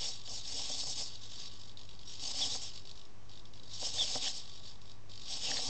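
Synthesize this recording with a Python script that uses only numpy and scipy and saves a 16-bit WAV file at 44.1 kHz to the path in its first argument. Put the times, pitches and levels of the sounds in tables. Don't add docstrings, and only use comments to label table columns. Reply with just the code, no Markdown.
import sys
import numpy as np
from scipy import signal
from scipy.fft import rfft, irfft, next_fast_len
from scipy.io import wavfile
from scipy.ndimage import uniform_filter1d

SR = 44100
rng = np.random.default_rng(int(sys.argv[2]) if len(sys.argv) > 2 else 0)


def master(y):
    cut = np.clip(np.atleast_2d(y).T, -1, 1)
    pcm = np.round(cut * 32767)
    wavfile.write(sys.argv[1], SR, pcm.astype(np.int16))


N = 250912
T = np.arange(N) / SR
FRAME_HZ, FRAME_START_S = 50, .0142
BASE_TEETH_PER_S, TOOTH_SCATTER_DB = 6500, 0.25


def undb(db):
    return 10 ** (np.asarray(db) / 20)


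def unit(x):
    return x / np.sqrt(np.mean(x ** 2))


def walk(rate_hz):
    k = int(SR / rate_hz)
    steps = np.repeat(rng.standard_normal(N // k + 1), k)
    return unit(uniform_filter1d(uniform_filter1d(steps, k), k)[:N])


def body(points, modes=(), size=8192):
    hz = np.maximum(np.arange(size // 2 + 1) * SR / size, 1)
    knots_hz, knots_db = np.transpose(points)
    db = np.interp(np.log(hz), np.log(knots_hz), knots_db)
    for centre_hz, width_hz, boost_db in modes:
        db = db + boost_db / (1 + (2 * (hz - centre_hz) / width_hz) ** 2)
    cepstrum = irfft(np.log(undb(db)))
    cepstrum[1:size // 2] *= 2
    cepstrum[size // 2 + 1:] = 0
    response = irfft(np.exp(rfft(cepstrum)))
    return response / np.linalg.norm(response)


def ring(force, response):
    return signal.fftconvolve(force, response)[:N]


def add(out, s, sound, peak_db):
    i = max(int(s * SR), 0)
    out[i:i + len(sound)] += (undb(peak_db) * sound / np.abs(sound).max())[:N - i]


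# frequency in Hz, rms level in dB before the waver.
HUM_TONES = [(49.6, -67.5), (99.8, -64), (393, -77), (1147, -78)]
# frequency in Hz, relative level in dB.
ROOM_SPECTRUM = [(15, -18.5), (30, 2), (45, -3.5), (68, -11), (88, -3.5), (105, -7.5), (200, -11),
                 (500, -18), (850, -18.5), (1160, -20.5), (1260, -25), (2500, -27), (6000, -28.5),
                 (8000, -37.5), (9000, -61.5)]


def background(room_rms_db=-59, waver_db=2, drift_rad=0.48):
    tones = np.zeros(N)
    for hz, rms_db in HUM_TONES:
        level = undb(rms_db + waver_db * walk(6))
        phase = 2 * np.pi * hz * T + drift_rad * walk(6.9)
        tones += level * np.sqrt(2) * np.sin(phase)
    noise = ring(rng.standard_normal(N), body(ROOM_SPECTRUM))
    return tones + undb(room_rms_db) * unit(noise)


def reflections(x, wet_db=-15, t60_s=0.35, size=12000):
    t = T[:size]
    tail = rng.standard_normal(size) * np.exp(-np.log(1000) * t / t60_s) * (t > .003)
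    return undb(wet_db) * ring(x, tail / np.linalg.norm(tail))


# frequency in Hz, relative level in dB, t60 in s.
MOUNT_MODES = [(122.8, -8, 0.13), (268.5, -8, 0.13), (412, -27, 0.24), (472, -5.5, 0.053),
               (612, -4.5, 0.077), (678, -12.5, 0.096), (750, -2.5, 0.094), (833, 3.5, 0.014),
               (990, -4, 0.035), (1130, -4, 0.018)]


def mount_response(centre_hz=650, focus_db_per_octave=0, size=6000):
    t, response = T[:size], 0
    for k, (hz, db, t60_s) in enumerate(MOUNT_MODES):
        octaves_off = min(abs(np.log2(hz / centre_hz)), .5)
        gain = (-1) ** k * undb(db - focus_db_per_octave * octaves_off)
        decay = np.exp(-np.log(1000) * t / t60_s)
        response = response + gain * decay * np.sin(2 * np.pi * hz * t)
    return response / np.linalg.norm(response)


# start in seconds, peak level in dB before gain_db, favoured centre in Hz.
KNOCK_EVENTS = [(0.28, -46, 730), (0.593, -39, 800), (0.699, -40.5, 592), (0.832, -42, 850),
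                (2.307, -45.5, 810), (2.343, -42, 615), (2.404, -40, 740), (2.439, -42, 743),
                (2.552, -36.5, 487), (3.828, -35, 595), (3.866, -43, 740), (4.011, -40.5, 755),
                (4.153, -36, 748), (4.157, -28, 747), (4.264, -41, 764), (5.468, -43.5, 760),
                (5.588, -35.5, 660)]
# frequency in Hz, relative level in dB.
CONTACT_SPECTRUM = [(200, -9), (600, -0.5), (1300, -6.5), (2200, -12), (8000, -35.5)]


def knocks(gain_db=-2, focus_db_per_octave=9, crack_db=-6, chatter=0.053, chatter_s=0.0069, size=1000):
    out, crack = np.zeros(N), undb(crack_db) * body(CONTACT_SPECTRUM)
    for s, peak_db, centre_hz in KNOCK_EVENTS:
        force = chatter * rng.standard_normal(size) * np.exp(-T[:size] / chatter_s)
        force[0] += 1
        modes = mount_response(centre_hz, focus_db_per_octave)
        knock = signal.fftconvolve(force, modes + crack[:len(modes)])
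        add(out, s, knock, peak_db + gain_db)
    return out


# start in seconds, peak level in dB.
SNAP_EVENTS = [(2.455, -40), (2.502, -36.5), (3.983, -31), (4.264, -32), (4.277, -32.5), (5.516, -22.5),
               (5.570, -23.5), (5.579, -30), (5.586, -34.5)]
# frequency in Hz, relative level in dB.
SNAP_SPECTRUM = [(500, -29), (1300, -10.5), (1750, 6.5), (2500, -6.5), (3500, 13.5), (5000, -2.5),
                 (8500, -31)]


def snaps(contact_s=0.00036, grit=0.36, size=300):
    out = np.zeros(N)
    case = body(SNAP_SPECTRUM, [(1850, 200, 5.3)])
    for s, peak_db in SNAP_EVENTS:
        force = grit * rng.standard_normal(size) * np.exp(-T[:size] / contact_s)
        force[0] += 1
        add(out, s, signal.fftconvolve(force, case), peak_db)
    return out


def teeth(hits_per_s, scatter_db):
    hit = rng.random(N) < hits_per_s / SR
    force = undb(scatter_db * np.minimum(rng.exponential(size=N), 4))
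    return unit(hit * force * rng.choice([-1, 1], N) / np.sqrt(hits_per_s))


def shifting(force, depth_db, rate_hz=55, count=12):
    size = next_fast_len(N, real=True)
    spectrum = rfft(force, size)
    hz = np.arange(size // 2 + 1) * SR / size
    centres_hz = np.linspace(2500, 8200, count)
    low, *bands = (irfft(spectrum * np.interp(hz, centres_hz, share), size)[:N] for share in np.eye(count))
    return unit(low + sum(band * undb(depth_db * walk(rate_hz)) for band in bands))


# start in seconds, length in seconds,
# first and last kick force in dB before gain_db and scatter.
HUNT_EVENTS = [(0.215, .02, -37.5, -38), (0.255, .04, -44, -34), (0.452, .02, -32.5, -36),
               (1.133, .14, -46, -41), (1.318, .02, -35, -33.5), (1.399, .02, -36.5, -35),
               (1.614, .12, -42, -41), (1.772, .1, -38, -42.5), (1.89, .08, -37.5, -44.5),
               (1.992, .06, -39, -44), (2.074, .04, -39, -37), (2.153, .04, -36.5, -48),
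               (2.195, .02, -30.5, -30), (2.238, .02, -29, -27), (2.735, .06, -40, -32),
               (2.853, .08, -39.5, -38), (2.954, .08, -41, -41.5), (3.052, .02, -44.5, -43),
               (3.294, .12, -44, -40), (3.454, .02, -42.5, -42.5), (3.536, .08, -42, -43.5),
               (3.633, .02, -38.5, -36), (3.694, .06, -41.5, -37), (3.8, .02, -33, -31),
               (4.456, .14, -39, -46), (4.633, .06, -38, -41), (4.756, .02, -46.5, -46),
               (4.816, .02, -43.5, -39.5), (4.856, .08, -45, -40), (5.096, .14, -41, -37.5),
               (5.28, .02, -33, -35)]
# frequency in Hz, relative level in dB.
KICK_SPECTRUM = [(800, -20), (2200, -19), (3000, -8.5), (3750, -1), (4200, -6.5), (4600, -2), (5500, -4),
                 (5950, -17), (6400, -10), (7600, -11.5), (8600, -32)]


def kicks(gain_db=-8.5, scatter_db=1.3, rise_s=0.0011, coast_db=-15, coast_s=0.01, colour_db=2, size=1500):
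    push, t = np.zeros(N), T[:size]
    jerk = t / rise_s * np.exp(1 - t / rise_s) + undb(coast_db) * np.exp(-t / coast_s)
    for s, length_s, first_db, last_db in HUNT_EVENTS:
        pulses = max(round(length_s * FRAME_HZ), 1)
        for k, db in enumerate(np.linspace(first_db, last_db, pulses)):
            kick_db = db + gain_db + scatter_db * rng.standard_normal()
            add(push, s + k / FRAME_HZ, jerk, kick_db)
    impacts = shifting(teeth(2 * BASE_TEETH_PER_S, TOOTH_SCATTER_DB), colour_db)
    return ring(push * impacts, body(KICK_SPECTRUM, [(3540, 2600, 9.6)]))


# middle in seconds, length in seconds, mid-stroke tooth mesh in Hz before backlash,
# glide in Hz per s, mid-stroke whine peak in dB before gain_db and roughness.
STROKE_EVENTS = [(0.739, 0.073, 3550, 6003, -40), (2.428, 0.037, 3474, -12000, -27.5),
                 (2.523, .055, 3860, 7001, -36), (3.999, 0.049, 3595, 999, -28.5),
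                 (4.022, 0.032, 3420, -7000, -25.5), (4.266, 0.051, 3245, -4000, -36),
                 (5.332, .035, 4023, 29999, -38.5), (5.425, .05, 3392, -7500, -44.5),
                 (5.478, .055, 2930, -12000, -38.5), (5.581, 0.03, 4290, 37998, -34)]


def whine(gain_db=-2, rough_db=2.0, edge_drop_db=12, edge_sag=.05):
    out = np.zeros(N)
    stray, strength = walk(900), undb(rough_db * walk(300))
    for s, length_s, hz, glide_hz_per_s, db in STROKE_EVENTS:
        near = np.abs(T - s) < length_s
        t = T[near] - s
        edge = (2 * t / length_s) ** 2
        level_db = db - edge_drop_db * edge
        backlash = np.interp(level_db, [-42, -30], [.06, .025])
        pitch_hz = (hz + glide_hz_per_s * t) * (1 - edge_sag * edge) * (1 + backlash * stray[near])
        out[near] += undb(level_db + gain_db) * np.sin(2 * np.pi * np.cumsum(pitch_hz) / SR)
    return out * strength


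def mesh_tone(speed, hz, wander=.13, sag=0.182, backlash=.035):
    frame = FRAME_HZ * (T - FRAME_START_S) % 1
    unsteady = 1 + wander * walk(22) - sag * (frame - .5) + backlash * walk(900)
    pitch_hz = hz * (.8 + .3 * speed) * unsteady
    return np.sqrt(2) * np.sin(2 * np.pi * np.cumsum(pitch_hz) / SR)


def plateau(start_s, hold_s, db, rise_db_per_s, fall_db_per_s):
    early_s = np.maximum(start_s - T, 0)
    late_s = np.maximum(T - start_s - hold_s, 0)
    return db - rise_db_per_s * early_s - fall_db_per_s * late_s


# up to speed at seconds, held for seconds, gear effort in dB
# before the ceiling, lower case ring in dB at full speed.
SURGE_EVENTS = [(0.013, 0.081, -39.5, 1.5), (0.134, 0.036, -46.5, -10), (0.31, 0.074, -42.5, -6.5),
                (0.464, 0.031, -43.0, -1.5), (0.517, 0.313, -40, -1), (0.87, 0.041, -39.5, -6),
                (0.985, 0.035, -39, -1.0), (1.061, 0.022, -45, -11), (1.121, 0.029, -49.5, -0.5),
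                (1.233, 0.03, -50.5, -2), (1.322, 0.045, -49.5, -3), (1.403, 0.065, -47, 4),
                (1.516, 0.1, -53.5, 0), (2.104, 0.047, -48, -0.5), (2.234, 0.074, -40.5, -3),
                (2.386, 0.069, -35, 0.5), (2.512, 0.044, -38.5, -2.5), (2.622, 0.043, -42.5, -2),
                (2.753, 0.018, -50.5, 0.5), (3.743, 0.017, -45, -7), (3.824, 0.066, -39.0, -2),
                (3.971, 0.07, -34.5, 0), (4.082, 0.087, -38.0, 0.5), (4.237, 0.046, -36.5, 2.5),
                (4.345, 0.041, -42.5, -6.5), (4.452, 0.132, -54.0, 1.0), (4.657, 0.039, -52, 3),
                (5.213, 0.024, -50.5, 1.5), (5.309, 0.062, -40.0, -1), (5.443, 0.144, -37, 2.5),
                (5.617, 0.08, -38.5, -1.5)]


def effort(spin_up_db_per_s=199.5, spin_down_db_per_s=212.5,
           creep_db=-18.5, creep_rise_db_per_s=1499, creep_fall_db_per_s=258.5):
    level_db = np.full(N, -100.)
    for s, hold_s, db, _ in SURGE_EVENTS:
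        surge = plateau(s, hold_s, db, spin_up_db_per_s, spin_down_db_per_s)
        level_db = np.maximum(level_db, surge)
    for s, length_s, first_db, last_db in HUNT_EVENTS:
        db = (first_db + last_db) / 2 + creep_db
        creep = plateau(s, length_s - 1 / FRAME_HZ, db, creep_rise_db_per_s, creep_fall_db_per_s)
        level_db = np.maximum(level_db, creep)
    return level_db


# frequency in Hz, relative level in dB.
CASE_SPECTRUM = [(150, -21.5), (1400, -20), (1800, -18), (2400, -12.5), (3000, -6.5), (3450, -1.5),
                 (4150, -7), (4550, -2), (5450, 1), (5950, -12.5), (6350, -5), (7700, -7.5), (8350, -15),
                 (9000, -39)]
# frequency in Hz, width in Hz, boost in dB.
CASE_RESONANCES = [(2903, 33, 6), (3180, 14, 0.5), (3460, 12, 1), (3570, 8.9, -1.5), (3840, 31, 7.5),
                   (4390, 27, 6.5), (4250, 70, 1), (4604, 35, 6.5), (4580, 22, 5), (5210, 41, -5),
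                   (5150, 26, 0), (5210, 46, 6), (5256, 29, 7.5), (5610, 29, 13), (6140, 140, 8.5),
                   (6655, 32, 10.5)]


def gears(move_db=-0.12, creep_db=-0.4, mesh_db=-17, flutter_db=1.06, throb_db=2.15, colour_db=2,
          half_speed_db=-44, blend_db=2.0, rumble_db=-15.5, sway_db=1.7, coupling_hz=1300,
          ceiling_db=-37.0, split_hz=4150):
    level_db = effort()
    speed = 1 / (1 + np.exp((half_speed_db - level_db) / blend_db))

    impacts = teeth(BASE_TEETH_PER_S * (.3 + speed), TOOTH_SCATTER_DB)
    mesh = mesh_tone(speed, hz=3990) + 0.68 * mesh_tone(speed, hz=5735)
    force = shifting(impacts, colour_db) + undb(mesh_db) * mesh
    throb = np.cos(2 * np.pi * FRAME_HZ * (T - FRAME_START_S - .004))
    force = force * undb(flutter_db * walk(170) + throb_db * (1 - 0.88 * speed) * throb)

    fast = undb(move_db) * speed * unit(ring(force, body(CASE_SPECTRUM, CASE_RESONANCES)))
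    slow = undb(creep_db) * (1 - speed) * unit(ring(force, body(KICK_SPECTRUM, CASE_RESONANCES)))
    case = fast + slow

    lower = signal.sosfiltfilt(signal.butter(6, split_hz, fs=SR, output="sos"), case)
    start_s, hold_s, _, ring_db = np.transpose(SURGE_EVENTS)
    load_db = speed * np.interp(T, start_s + hold_s / 2, ring_db)
    rattle = undb(load_db) * lower + undb(-.3 * load_db) * (case - lower)

    shake = undb(rumble_db + sway_db * walk(23)) * speed
    joint = signal.butter(3, coupling_hz, fs=SR, output="sos")
    rumble = signal.sosfilt(joint, ring(force, mount_response()))

    return undb(np.minimum(level_db, ceiling_db)) * (rattle + shake * unit(rumble))


def scene():
    servos = gears() + whine() + kicks() + knocks() + snaps()
    return (servos + reflections(servos) + background())[None]


def record(dry, top_hz=8750, offset=-.0127):
    return signal.sosfilt(signal.ellip(8, .2, 70, top_hz, fs=SR, output="sos"), dry) + offset


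dry = scene()
out = record(dry)
master(out)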